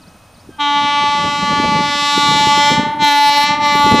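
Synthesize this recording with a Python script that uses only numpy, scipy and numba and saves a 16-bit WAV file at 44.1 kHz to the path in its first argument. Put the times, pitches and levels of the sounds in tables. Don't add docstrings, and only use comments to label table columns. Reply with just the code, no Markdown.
import sys
import numpy as np
from scipy import signal
from scipy.fft import rfft, irfft
from scipy.io import wavfile
from scipy.ndimage import uniform_filter1d, map_coordinates
from numba import njit

SR = 44100
rng = np.random.default_rng(int(sys.argv[2]) if len(sys.argv) > 2 else 0)


def wav_out(sig):
    wavfile.write(sys.argv[1], SR, np.round(np.clip(np.atleast_2d(sig).T, -1, 1) * 32767).astype(np.int16))


N = 176400

# (time [s], fundamental [Hz])
HORN_PITCH = [(.585, 294), (.61, 291.1), (.67, 288.7), (.92, 289.3), (2.0, 289.1), (2.58, 289.2),
              (2.68, 290.6), (2.78, 294.4), (2.9, 296.8), (2.98, 298.3), (3.025, 293.8), (3.11, 289.4),
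              (3.3, 288.5), (3.41, 290), (3.5, 293.4), (3.595, 296.3), (3.65, 292.5), (3.76, 289.9),
              (4.0, 288.6)]
# (partial number, level [dB])
PARTIAL_LEVELS = [(1, -12.5), (2, -14), (5, -9.5), (6, -10.5), (7, -6.5), (8, -8), (9, -13), (10, -11.5),
                  (11, -9), (12, -12), (13, -11), (14, -11), (15, -14.5), (16, -19), (17, -18.5), (18, -15),
                  (20, -19.5), (22, -22), (24, -28), (25, -22.5), (26, -26.5), (27, -28.5), (28, -34),
                  (31, -37), (36, -38.5), (41, -45), (52, -58.5)]
# (time [s], level [dB])
THIRD_PARTIAL = [(.6, -18), (1.15, -18), (1.43, -25), (1.58, -19), (1.8, -18.5), (1.97, -26), (2.28, -15.5),
                 (2.62, -13), (2.82, -16.5), (3.05, -9.5), (3.3, -9.5), (3.5, -16), (3.7, -15), (3.84, -12),
                 (4, -14)]
# (time [s], level [dB])
FOURTH_PARTIAL = [(.6, -21.5), (1.1, -20), (1.36, -23), (1.52, -18), (1.9, -24), (2.28, -17), (2.42, -27),
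                  (2.52, -18), (2.7, -23), (3.2, -27), (3.5, -19), (4, -15.5)]
# (time [s], level [dB], brightness about the ninth partial [dB per octave])
BRASS_LEVEL = [(.6, -26, -3), (1.0, -22.5, -2.5), (1.4, -22, -1), (1.8, -22, -1), (2.1, -18.5, 2),
               (2.55, -18.5, 3), (3.05, -14.5, 0), (3.4, -17.5, 1), (3.68, -18.5, -1.5), (3.85, -18.5, -1),
               (4, -17, -1)]
# (time [s], centre [Hz], height [dB])
TREBLE_PEAK = [(.6, 3300, 12), (.85, 3300, 4.5), (1.2, 2350, 2), (1.7, 2600, 1.5), (2.1, 3550, -1),
               (2.5, 3140, 3.5), (3.1, 4020, 3), (3.45, 4080, 8.5), (4, 3865, 4)]
# (partial number, level [dB])
SCATTERED_PARTIALS = [(1, -27), (2, -23), (3, -21), (5, -17), (6, -18), (9, -21), (12, -24), (16, -32),
                      (24, -42), (32, -54), (52, -68)]
# (frequency [Hz], level [dB])
AIR_SPECTRUM = [(200, -13), (900, -6), (4000, -7), (8000, -26), (15000, -45)]
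# (delay at time zero [s], Doppler flattening [share of pitch], level [dB], low-pass [Hz])
YARD_ECHOES = [(.07, .0034, -16, 3200), (.16, .012, -17, 3000), (.24, .023, -19, 1300)]
# (time [s], level [dB])
WIND_GUSTS = [(0, -50), (.09, -45), (.2, -55), (.42, -53), (.49, -41), (.6, -50), (.72, -47), (.81, -32),
              (.95, -38), (1.15, -34), (1.27, -23), (1.35, -34), (1.49, -22), (1.57, -28), (1.77, -22),
              (1.88, -33), (2.13, -39), (2.28, -23.5), (2.39, -22), (2.45, -30), (2.66, -31), (2.73, -22),
              (2.9, -33), (3.02, -30), (3.08, -43), (3.35, -39), (3.55, -32), (3.82, -32), (3.88, -21),
              (3.94, -17), (4, -23)]
# (time [s], envelope peak [dB])
WIND_BUFFETS = [(.494, -26), (1.04, -19), (1.601, -9), (1.657, -11), (1.792, -11), (2.18, -7), (2.472, -10),
                (2.578, -13), (2.783, -11), (3.024, -12), (3.755, -11), (3.866, -7)]
# (frequency [Hz], relative density [dB])
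WIND_SPECTRUM = [(20, -30), (50, -16.5), (100, -7.5), (170, 0.5), (280, -0.5), (400, -15), (600, -23.5),
                 (900, -43), (2000, -53), (8000, -82)]
# (start [s], length [s], first pitch [Hz], last pitch [Hz], level [dB])
BIRD_CHIRPS = [(0.012, 0.031, 5400, 3570, -52.5), (0.064, 0.031, 3700, 5900, -52),
               (0.204, .025, 3870, 4240, -68), (.315, .025, 5500, 4300, -67),
               (0.34, 0.021, 5350, 3900, -53), (0.362, 0.017, 3540, 4300, -54),
               (0.383, .04, 3700, 5850, -54)]
# (delay [s], level [dB])
BIRD_REPEATS = [(.033, -11), (.075, -22), (.16, -16)]
# (frequency [Hz], relative density [dB])
DISTANT_SPECTRUM = [(20, -9), (40, -4), (90, 1), (350, -25), (520, -8), (1170, -11), (2000, -20),
                    (3200, -21), (6700, -24.5), (7430, -29), (8400, -27), (9200, -18.5), (10000, -32),
                    (15000, -32)]
# (frequency [Hz], mean level [dB])
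LOCOMOTIVE_WHINE = [(1278, -62), (2537, -61)]
# (frequency [Hz], relative density [dB])
SIDE_SPECTRUM = [(30, -3), (300, -7), (3000, -19), (15000, -19)]

FULL_AIR_HZ, SLACK_HZ = 290.21, 7.25
SLACK_DB, SLACK_DULL_DB, SLACK_POWER = 9, 9, 2.43
VALVE_S, ATTACK_S, AIR_DB = .581, .026, -35
PEAK_OCTAVES = .18
FADE_DB, FADE_RATE, SCATTER_RATE = 2.5, 3.04, 8
PITCH_JITTER, PHASE_WANDER = .0001, .52
YARD_DB, YARD_T60_S, YARD_HZ = -28, .8, 2400
LEAK_START_S, LEAK_LENGTH_S = .495, .11
LEAK_FIRST_HZ, LEAK_LAST_HZ, LEAK_DB = 1590, 1562, -50
WIND_FLUTTER_DB, WIND_FLUTTER_RATE = 4, 80
WIND_EDGE_DB, WIND_EDGE_HZ = -7.5, 420
BUFFET_S, BUFFET_HZ, BUFFET_TAIL_S, BUFFET_TAIL_DB = .0022, 268, .0074, -12.5
DISTANT_DB, SIDE_DB = -46.5, -60
LIMIT, LIMIT_STEP_DB, LIMIT_RECOVER_DB_PER_S = 1.5, 2.2, 34
CEILING, TOP_HZ = .98, 15100


def undb(db):
    return 10 ** (np.asarray(db) / 20)


def curve(table, at, column=1):
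    table = np.array(table, float)
    return np.interp(at, table[:, 0], table[:, column])


def walk(rate):
    knots = rng.standard_normal(int(rate * N / SR) + 4)
    place = np.arange(0, N + 64, 64)
    drift = map_coordinates(knots, [1 + place / SR * rate], order=3)
    return np.interp(np.arange(N), place, drift)


def noise(points):
    hz, db = np.array(points, float).T
    f = np.maximum(np.fft.rfftfreq(N, 1 / SR), 1)
    weight = undb(np.interp(np.log(f), np.log(hz), db))
    y = irfft(rfft(rng.standard_normal(N)) * weight, N)
    return y / y.std()


def band(x, hz, kind="low", order=2):
    sos = signal.butter(order, np.minimum(hz, SR / 2 - 1), kind, fs=SR, output="sos")
    return signal.sosfilt(sos, x)


def glide(t, start, length, first_hz, last_hz):
    u = np.clip((t - start) / length, 0, 1)
    envelope = np.sqrt(2 * np.abs(np.sin(np.pi * u)))
    hz = first_hz + (last_hz - first_hz) * u
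    return envelope * np.sin(2 * np.pi * np.cumsum(hz) / SR)


def horn(t):
    hz = curve(HORN_PITCH, t)
    slack = (np.maximum(hz - FULL_AIR_HZ, 0) / SLACK_HZ) ** SLACK_POWER
    phase = 2 * np.pi * np.cumsum(hz * (1 + PITCH_JITTER * walk(60))) / SR
    opening = np.clip((t - VALVE_S) / ATTACK_S, 0, 1)
    brass, bright = curve(BRASS_LEVEL, t), curve(BRASS_LEVEL, t, column=2)
    peak_octave = np.log2(curve(TREBLE_PEAK, t) / FULL_AIR_HZ)
    peak_db = curve(TREBLE_PEAK, t, column=2)
    tone = np.zeros(N)
    for k in range(1, 53):
        above_bell = max(np.log2(k / 3), 0)
        above_middle = max(np.log2(k / 9), -.5)
        if k in (3, 4):
            db = curve(THIRD_PARTIAL if k == 3 else FOURTH_PARTIAL, t)
        else:
            fade = FADE_DB * walk(FADE_RATE)
            db = brass + curve(PARTIAL_LEVELS, k) + bright * above_middle + fade
            db = db + peak_db * np.exp(-.5 * ((np.log2(k) - peak_octave) / PEAK_OCTAVES) ** 2)
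        angle = k * phase + 1.5 / np.sqrt(k) + PHASE_WANDER * walk(1.5)
        direct = undb(db) * np.cos(angle)
        beating = (walk(SCATTER_RATE) * np.cos(angle) + walk(SCATTER_RATE) * np.sin(angle)) / np.sqrt(2)
        scattered = undb(brass + curve(SCATTERED_PARTIALS, k)) * beating
        attack = opening ** (1 + above_bell / 2)
        slack_loss = undb(-slack * (SLACK_DB + SLACK_DULL_DB * above_bell))
        tone += (direct + scattered) * attack * slack_loss
    air = noise(AIR_SPECTRUM) * (1 + .7 * np.cos(phase))
    return np.sqrt(2) * tone + air * opening * undb(brass + AIR_DB - SLACK_DB * slack)


def yard(x, t):
    echoes = np.zeros(N)
    for delay, flat, db, top_hz in YARD_ECHOES:
        echoes += undb(db) * np.interp(t - delay - flat * t, t, band(x, top_hz), left=0)
    tail = band(rng.standard_normal(N), YARD_HZ) * undb(-60 * t / YARD_T60_S) * (t > .02)
    tail = tail / np.sqrt(np.sum(tail ** 2))
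    return echoes + undb(YARD_DB) * signal.fftconvolve(x, tail)[:N]


def leak(t):
    level = undb(LEAK_DB + 2 * walk(110))
    whistle = np.zeros(N)
    for k in (1, 2):
        whistle += glide(t, LEAK_START_S, LEAK_LENGTH_S, k * LEAK_FIRST_HZ, k * LEAK_LAST_HZ) / k
    return level * whistle


def wind(t):
    force = undb(curve(WIND_GUSTS, t) + WIND_FLUTTER_DB * walk(WIND_FLUTTER_RATE))
    edge = band(rng.standard_normal(N), np.array([.7, 1.35]) * WIND_EDGE_HZ, "band")
    rumble = noise(WIND_SPECTRUM)
    roughness = undb(WIND_EDGE_DB) * np.minimum(force / .1, 1.5)
    out = force * (rumble + roughness * edge / edge.std())
    for at, db in WIND_BUFFETS:
        age = t - at
        cycles = BUFFET_HZ * age * rng.uniform(1.0, 1.41) + rng.random()
        thump = np.exp(-(age / BUFFET_S) ** 2) * np.cos(2 * np.pi * cycles)
        tail = rumble * np.exp(-np.abs(age) / BUFFET_TAIL_S)
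        out += undb(db) * (thump + undb(BUFFET_TAIL_DB) * tail)
    return out


def bird(t):
    calls = np.zeros(N)
    for start, length, first_hz, last_hz, db in BIRD_CHIRPS:
        calls += undb(db) * glide(t, start, length, first_hz, last_hz)
    repeats = np.zeros(N)
    for delay, db in BIRD_REPEATS:
        repeats += undb(db) * np.interp(t - delay, t, calls, left=0)
    return calls + repeats


def distant_train(t):
    whine = np.zeros(N)
    for hz, db in LOCOMOTIVE_WHINE:
        whine += np.sqrt(2) * undb(db + 2 * walk(6.7)) * np.sin(2 * np.pi * hz * t)
    return noise(DISTANT_SPECTRUM) * undb(DISTANT_DB + .6 * walk(7.4)) + whine


def scene():
    t = np.arange(N) / SR
    blast = horn(t)
    mid = blast + yard(blast, t) + leak(t) + wind(t) + bird(t) + distant_train(t)
    side = undb(SIDE_DB) * noise(SIDE_SPECTRUM)
    return np.array([mid + side, mid - side])


@njit
def limiter(peak, limit, step_db, recover_db):
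    out, db = np.empty(len(peak)), 0.
    for i in range(len(peak)):
        db = min(db + recover_db / SR, 0.)
        if peak[i] * 10 ** (db / 20) > limit:
            db -= step_db
        out[i] = db
    return out


def record(dry):
    peak = np.abs(dry).max(axis=0)
    db = limiter(peak, float(LIMIT), float(LIMIT_STEP_DB), float(LIMIT_RECOVER_DB_PER_S))
    gain = undb(uniform_filter1d(db, size=64))
    clipped = np.clip(dry * gain, -CEILING, CEILING)
    return signal.sosfilt(signal.ellip(10, .1, 80, TOP_HZ, fs=SR, output="sos"), clipped)


dry = scene()
out = record(dry)
wav_out(out)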